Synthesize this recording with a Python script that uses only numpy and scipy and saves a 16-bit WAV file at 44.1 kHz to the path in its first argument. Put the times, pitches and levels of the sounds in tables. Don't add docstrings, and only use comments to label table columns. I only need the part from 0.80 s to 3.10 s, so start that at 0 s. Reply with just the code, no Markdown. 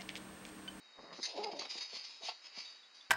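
import sys
import numpy as np
from scipy import signal
from scipy.fft import rfft, irfft, next_fast_len
from scipy.io import wavfile
from scipy.ndimage import uniform_filter1d

SR = 44100
rng = np.random.default_rng(int(sys.argv[2]) if len(sys.argv) > 2 else 0)


def put_to_file(sound):
    columns = np.atleast_2d(sound).T
    safe = np.clip(columns, -1, 1)
    whole_steps = np.round(safe * 32767)
    wavfile.write(sys.argv[1], SR, whole_steps.astype(np.int16))


N = 101429
T = np.arange(N) / SR

# (time [s], frequency [Hz], level [dB])
INSECT_TONE = [(0, 3830, -65), (.12, 3772, -64.5), (.35, 3805, -66.5), (1.4, 3835, -69), (2.3, 3852, -68)]
# (frequency [Hz], relative density [dB])
HISS_SPECTRUM = [(60, -43.5), (135, -49), (190, -4), (400, -2.5), (900, 1), (2000, 4), (3150, 0),
                 (3400, -23.5), (3620, -22), (3800, 3.5), (4080, -20.5), (4350, 8.5), (5100, 4),
                 (5450, -0.5), (5900, -5.5), (7200, -9), (8000, -26.5), (9300, -19.5), (11000, -38)]
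# (time [s], level [dB])
GROWL_ENVELOPE = [(.13, -80.5), (.195, -55), (.222, -64), (.24, -58.5), (.295, -59), (.33, -51.5),
                  (.365, -65), (.4, -51.5), (.418, -107)]
# (frequency [Hz], relative gain [dB])
TEETH_RESPONSE = [(100, -6.5), (185, 8), (330, 1.5), (560, 9), (800, 1.5), (1100, 6), (1500, -6.5),
                  (2000, 1), (2600, -28), (4000, -57)]
# (start [s], rise [s], relative level [dB], T60 [s], crispness [dB])
LEAF_SCUFFS = [(0.171, 0.055, -64.5, 0.61, 4), (0.325, 0.0052, -53, 0.33, -2.5),
               (.345, 0.04, -55.5, 0.4, 8), (0.402, 0.023, -47, 0.17, 27), (0.426, 0.035, -42.5, 0.16, 1),
               (0.486, 0.006, -49, 0.4, -0.5), (0.55, 0.021, -52, 1, -3.5), (0.629, .016, -39.5, 0.016, -3),
               (0.713, 0.005, -50, 0.15, -2.5), (0.758, 0.014, -52.5, 0.15, 1),
               (0.788, 0.0091, -39, 0.022, -0.5), (0.8, 0.0046, -43, 0.3, -2),
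               (.849, 0.006, -45, 0.028, -8), (0.888, 0.018, -42, 0.56, 3.5), (.964, 0.018, -46, 0.14, -1),
               (1.004, 0.0074, -42, 0.31, 3), (1.083, 0.029, -50.5, 0.25, -2),
               (1.119, 0.036, -43.5, 0.28, 0.5), (1.185, 0.0075, -49, 0.72, 2.5),
               (1.233, 0.018, -48, 0.15, 1), (1.28, 0.029, -52.5, 0.52, 1), (1.409, 0.048, -44.5, 0.24, 0),
               (1.462, 0.014, -43.5, 0.18, -3), (1.488, 0.0059, -43.5, 0.079, -9.5),
               (1.51, 0.031, -61, 0.99, 5), (1.61, 0.051, -53, 0.21, -3), (1.681, 0.088, -56, 0.23, -5.5),
               (1.74, .052, -46, 0.63, 0.5), (1.85, 0.043, -56.5, 0.38, 17), (2.137, 0.015, -60, 0.68, 3)]
# (frequency [Hz], relative gain [dB])
CRUNCH_SPECTRUM = [(150, -31), (300, -11), (600, -8.5), (1000, -1.5), (1500, -11), (1950, -2.5),
                   (2500, 2.5), (3200, 0), (4200, -19), (6000, -55.5)]
CRISP_SPECTRUM = [(2500, -22.5), (3300, -22), (3750, 0), (4150, -3.5), (4550, 2.5), (5100, 4), (5330, -2),
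                  (5540, -2.5), (6000, -9.5), (6450, -9.5), (7200, -19.5), (8000, -46.5), (8600, -29.5),
                  (9400, -27.5), (10700, -42), (12000, -26)]
# (start [s], level [dB], T60 [s], nominal cutoff [Hz], relative body weight [dB])
LANDINGS = [(0.185, -54.5, 0.14, 660, 9), (0.231, -56, 0.25, 650, 7), (.386, -46, 0.056, 670, -20),
            (0.727, -40, 0.057, 670, -11), (0.792, -42, 0.029, 564, 4), (0.814, -45.5, 0.12, 1010, -30),
            (0.853, -51.5, 0.073, 1200, -46), (0.95, -51.5, 0.1, 780, -25),
            (0.981, -52.5, 0.0079, 1100, -20), (1.129, -50.5, 0.07, 686, -17),
            (1.164, -55.5, 0.01, 555, -20), (1.43, -54, 0.02, 475, 8.5), (1.772, -50, 0.043, 820, -30)]
# (start [s], rise [s], relative level [dB], T60 [s])
LEAF_CRUSHES = [(0.429, 0.0017, -35.5, 0.15), (0.437, 0.0042, -49, 0.067), (0.454, 0.0019, -40, 0.035),
                (0.636, 0.006, -43.5, 0.035), (0.791, 0.0034, -38, 0.026), (1.01, 0.022, -46.5, 0.065)]
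# (frequency [Hz], relative density [dB])
BRITTLE_SPECTRUM = [(1000, -25), (1700, -10), (2050, -3), (2350, -14), (3200, -46), (3700, -5.5),
                    (4150, 1.5), (4600, -13), (5100, -4), (5500, -18), (5950, 1), (6450, -6), (6800, -18),
                    (8000, -34), (9600, -28), (10700, -41)]
# (frequency [Hz], relative level [dB])
LEAF_MODES = [(2050, -11), (3768, -6), (4167, -4), (4520, -3), (4635, -1), (4888, 0), (5100, -2),
              (6185, -8), (6449, -7), (9600, -21)]
# (time [s], level [dB], roughness [ratio, clipped to 0-1])
SNARL_ENVELOPE = [(.45, -95, 1.2), (.475, -56, 0.93), (.525, -60, 1.16), (.548, -50, 0.6),
                  (.57, -47.5, 0.96), (.588, -38.5, 0.88), (.605, -43.5, 0), (.622, -44.5, 0.24),
                  (.638, -46, 0.6), (.655, -40.5, 0.3), (.684, -43.5, 0.16), (.705, -50, 0.6),
                  (.735, -49.5, 0.76), (.765, -49.5, 0.6), (.835, -60.5, 0.92), (.866, -66, 0.87),
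                  (.885, -86, 0.8)]
# (time [s], frequency [Hz])
WHINE_PITCH = [(.54, 350), (.566, 262), (.582, 300), (.594, 405), (.612, 420), (.628, 408), (.638, 440),
               (.647, 468), (.657, 450), (.668, 416), (.684, 412), (.702, 355), (.738, 330), (.755, 288)]
# (harmonic [number], relative level [dB])
WHINE_PARTIALS = [(1, 5.5), (2, 7), (3, -12), (4, -20)]
# (frequency [Hz], relative gain [dB])
THROAT_RESPONSE = [(100, -43), (190, -28), (300, -5), (430, 6.5), (600, 7), (800, 2), (950, 5.5),
                   (1080, -11), (1300, -24), (1600, -22), (3000, -44)]
# (start [s], rise [s], level [dB], T60 [s], mouth opening [frequency factor])
COUGH_BURSTS = [(1.406, 0.0062, -58, 0.21, 0.57), (1.418, 0.0095, -55, 0.33, 0.89),
                (1.48, 0.0075, -54, 0.045, 1.05)]
# (frequency [Hz], relative gain [dB])
MOUTH_RESPONSE = [(200, -38), (400, -22), (570, -18), (730, 8.5), (880, 3.5), (1000, 1), (1130, 1),
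                  (1260, -6), (1500, -43), (2000, -9), (3000, -41)]
# (frequency [Hz], level [dB], rise [s], T60 [s])
YELP_PARTIALS = [(495, -52, 0.0046, .06), (727, -37.5, 0.004, 0.031), (906, -44, 0.0057, 0.079),
                 (1120, -47.5, 0.0054, 0.085), (1357, -55.5, .009, 0.092)]
# (delay [s], gain [dB])
REFLECTIONS = [(0.014, -32), (.029, -14), (.052, -29.5)]

CRACKS_PER_S = 2800


def from_db(db):
    return 10 ** (np.asarray(db) / 20)


def unit_rms(x):
    return x / np.sqrt(np.mean(x ** 2) + 1e-20)


def in_time(rows):
    times, *columns = np.transpose(rows)
    return [np.interp(T, times, column) for column in columns]


def colour(x, spectrum):
    size = 2 * next_fast_len(N)
    hz, db = np.transpose(spectrum)
    bin_hz = np.maximum(np.arange(size // 2 + 1) * SR / size, 1)
    gain = from_db(np.interp(np.log(bin_hz), np.log(hz), db))
    cepstrum = irfft(np.log(gain))
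    cepstrum[1:size // 2] *= 2
    cepstrum[size // 2 + 1:] = 0
    return unit_rms(irfft(rfft(x, size) * np.exp(rfft(cepstrum)))[:N])


def drift(corner_hz, size=8192):
    bin_hz = np.arange(size // 2 + 1) * SR / N
    slow = irfft(rfft(rng.standard_normal(size)) / (1 + (bin_hz / corner_hz) ** 2), size)
    return unit_rms(np.interp(np.arange(N) * size / N, np.arange(size), slow))


def evened(x, window=700):
    power = uniform_filter1d(uniform_filter1d(x ** 2, window), window)
    return x / np.sqrt(power + 1e-6)


def swell(start, rise, t60):
    age = T - start
    return np.clip(age / rise, 0, 1) * from_db(-60 * np.maximum(age - rise, 0) / t60)


def clicks(per_s, spread_db=1):
    sizes = from_db(spread_db * np.minimum(rng.exponential(1, N), 5)) * rng.choice([-1, 1], N)
    return unit_rms(sizes * (rng.random(N) < per_s / SR))


def wavering_tone(hz, width_hz):
    phase = 2 * np.pi * hz * T
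    return evened(drift(width_hz) * np.sin(phase) + drift(width_hz) * np.cos(phase), window=400)


def insect():
    pitch, level_db = in_time(INSECT_TONE)
    phase = 2 * np.pi * np.cumsum(pitch * (1 + 0.006 * drift(120))) / SR
    flutter = from_db(3 * drift(53))
    return from_db(level_db) * unit_rms(np.sin(phase) * flutter)


def hiss():
    return from_db(-65) * colour(rng.standard_normal(N), HISS_SPECTRUM)


def rasp(resonances, pulses_per_s=130, jitter=0.22):
    cycles = np.cumsum(pulses_per_s * np.exp(jitter * drift(80.19))) / SR
    pulses = unit_rms(np.diff(np.floor(cycles), prepend=0))
    air = unit_rms(rng.standard_normal(N) * np.exp(-2.5 * (cycles % 1)))
    return evened(colour(pulses + air, resonances))


def growl():
    level_db, = in_time(GROWL_ENVELOPE)
    return from_db(level_db) * rasp(TEETH_RESPONSE)


def tinny_ring(count=50, low_hz=1900, high_hz=10800, waver_hz=16, spread_db=8):
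    spacing_hz = (high_hz - low_hz) / count
    latest_scuff = np.searchsorted(np.sort([row[0] for row in LEAF_SCUFFS]), T)
    shape = (count, len(LEAF_SCUFFS) + 1)
    offset = rng.random(shape)
    level_db = spread_db * rng.uniform(-1.13, 1, shape)
    ring = 0
    for k in range(count):
        hz = low_hz + spacing_hz * (k + offset[k][latest_scuff]) + waver_hz * drift(60)
        gain = uniform_filter1d(from_db(level_db[k][latest_scuff]), size=200)
        ring += gain * np.sin(2 * np.pi * (rng.random() + np.cumsum(hz) / SR))
    return unit_rms(ring)


def rustle():
    crunch_power, crisp_power = 0, 0
    for start, rise, db, t60, crispness_db in LEAF_SCUFFS:
        power = (from_db(db) * swell(start, rise, t60)) ** 2
        crisp_power += power
        crunch_power += power * from_db(-0.71 * crispness_db) ** 2
    cracks = clicks(CRACKS_PER_S)
    swish = from_db(4.5) * rng.standard_normal(N)
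    litter = evened(cracks + swish)
    ring = tinny_ring()
    crunch = from_db(-7.5) * evened(colour(litter + from_db(-4) * ring, CRUNCH_SPECTRUM))
    crisp = from_db(-0.5) * evened(colour(litter + from_db(7) * ring, CRISP_SPECTRUM))
    flicker = from_db(1.5 * drift(120))
    return (np.sqrt(crunch_power) * crunch + np.sqrt(crisp_power) * crisp) * flicker


def paw_thuds(soil_low_hz=226, body_hz=55, rise_s=0.0032):
    thuds = np.zeros(N)
    body_band = signal.butter(2, body_hz, fs=SR, output="sos")
    body = unit_rms(signal.sosfilt(body_band, rng.standard_normal(N)))
    for start, db, t60, cutoff_hz, weight_db in LANDINGS:
        soil_band = signal.butter(3, [soil_low_hz, 1.14 * cutoff_hz], "band", fs=SR, output="sos")
        knocks = signal.sosfilt(soil_band, clicks(per_s=900) + 1e-18)
        impact = evened(unit_rms(knocks), window=500) + from_db(weight_db - 9) * body
        thuds += from_db(db) * swell(start, rise_s, t60) * impact
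    return thuds


def leaf_crush():
    cracks = colour(evened(clicks(CRACKS_PER_S), window=300), BRITTLE_SPECTRUM)
    ring = unit_rms(sum(from_db(db) * wavering_tone(hz, width_hz=35) for hz, db in LEAF_MODES))
    snap = from_db(-5) * cracks + from_db(-1.5) * ring
    return snap * sum(from_db(db) * swell(start, rise, t60) for start, rise, db, t60 in LEAF_CRUSHES)


def snarl(jitter=0.018, shimmer_db=3):
    level_db, roughness = in_time(SNARL_ENVELOPE)
    roughness = np.clip(roughness, 0, 1)
    pitch, = in_time(WHINE_PITCH)
    phase = 2 * np.pi * np.cumsum(pitch * (1 + jitter * drift(95))) / SR
    harmonics = sum(from_db(db + shimmer_db * drift(83)) * np.sin(k * phase) for k, db in WHINE_PARTIALS)
    whine = unit_rms(harmonics) * (1 + 0.22 * np.sin(phase / 2))
    voice = np.sqrt(1 - roughness ** 2) * whine + roughness * rasp(THROAT_RESPONSE)
    return from_db(level_db) * voice


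def cough():
    bursts = 0
    for start, rise, db, t60, opening in COUGH_BURSTS:
        formants = [(hz * opening, gain_db) for hz, gain_db in MOUTH_RESPONSE]
        bursts += from_db(db) * swell(start, rise, t60) * rasp(formants)
    return bursts


def yelp(start_s=1.484, jitter=0.015):
    clock = np.cumsum(1 + jitter * drift(55)) / SR
    return sum(from_db(db) * swell(start_s, rise, t60) * np.sin(2 * np.pi * (hz * clock + rng.random()))
               for hz, db, rise, t60 in YELP_PARTIALS)


def settling_ticks(rise_s=0.0085, t60_s=0.076):
    first = from_db(-59.5) * swell(2.028, rise_s, t60_s)
    second = from_db(-56.5) * swell(2.204, rise_s, t60_s)
    return (first + second) * wavering_tone(hz=3510, width_hz=60)


def scene():
    footwork = rustle() + leaf_crush() + settling_ticks() + paw_thuds()
    foxes = footwork + growl() + snarl() + cough() + yelp()
    echoes = sum(from_db(db) * np.interp(T - delay, T, foxes, left=0) for delay, db in REFLECTIONS)
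    return (foxes + echoes + insect() + hiss())[None]


def record(dry, bass_hz=160, leak_db=-19.5, notch_hz=5530, top_hz=10900):
    high_pass = signal.butter(7, bass_hz, "high", fs=SR, output="sos")
    low_pass = signal.ellip(8, 0.2, 70, top_hz, fs=SR, output="sos")
    thin = signal.sosfilt(high_pass, dry) + from_db(leak_db) * dry
    hollow = signal.lfilter(*signal.iirnotch(notch_hz, Q=14, fs=SR), thin)
    return signal.sosfilt(low_pass, hollow)


dry = scene()
out = record(dry)
put_to_file(out)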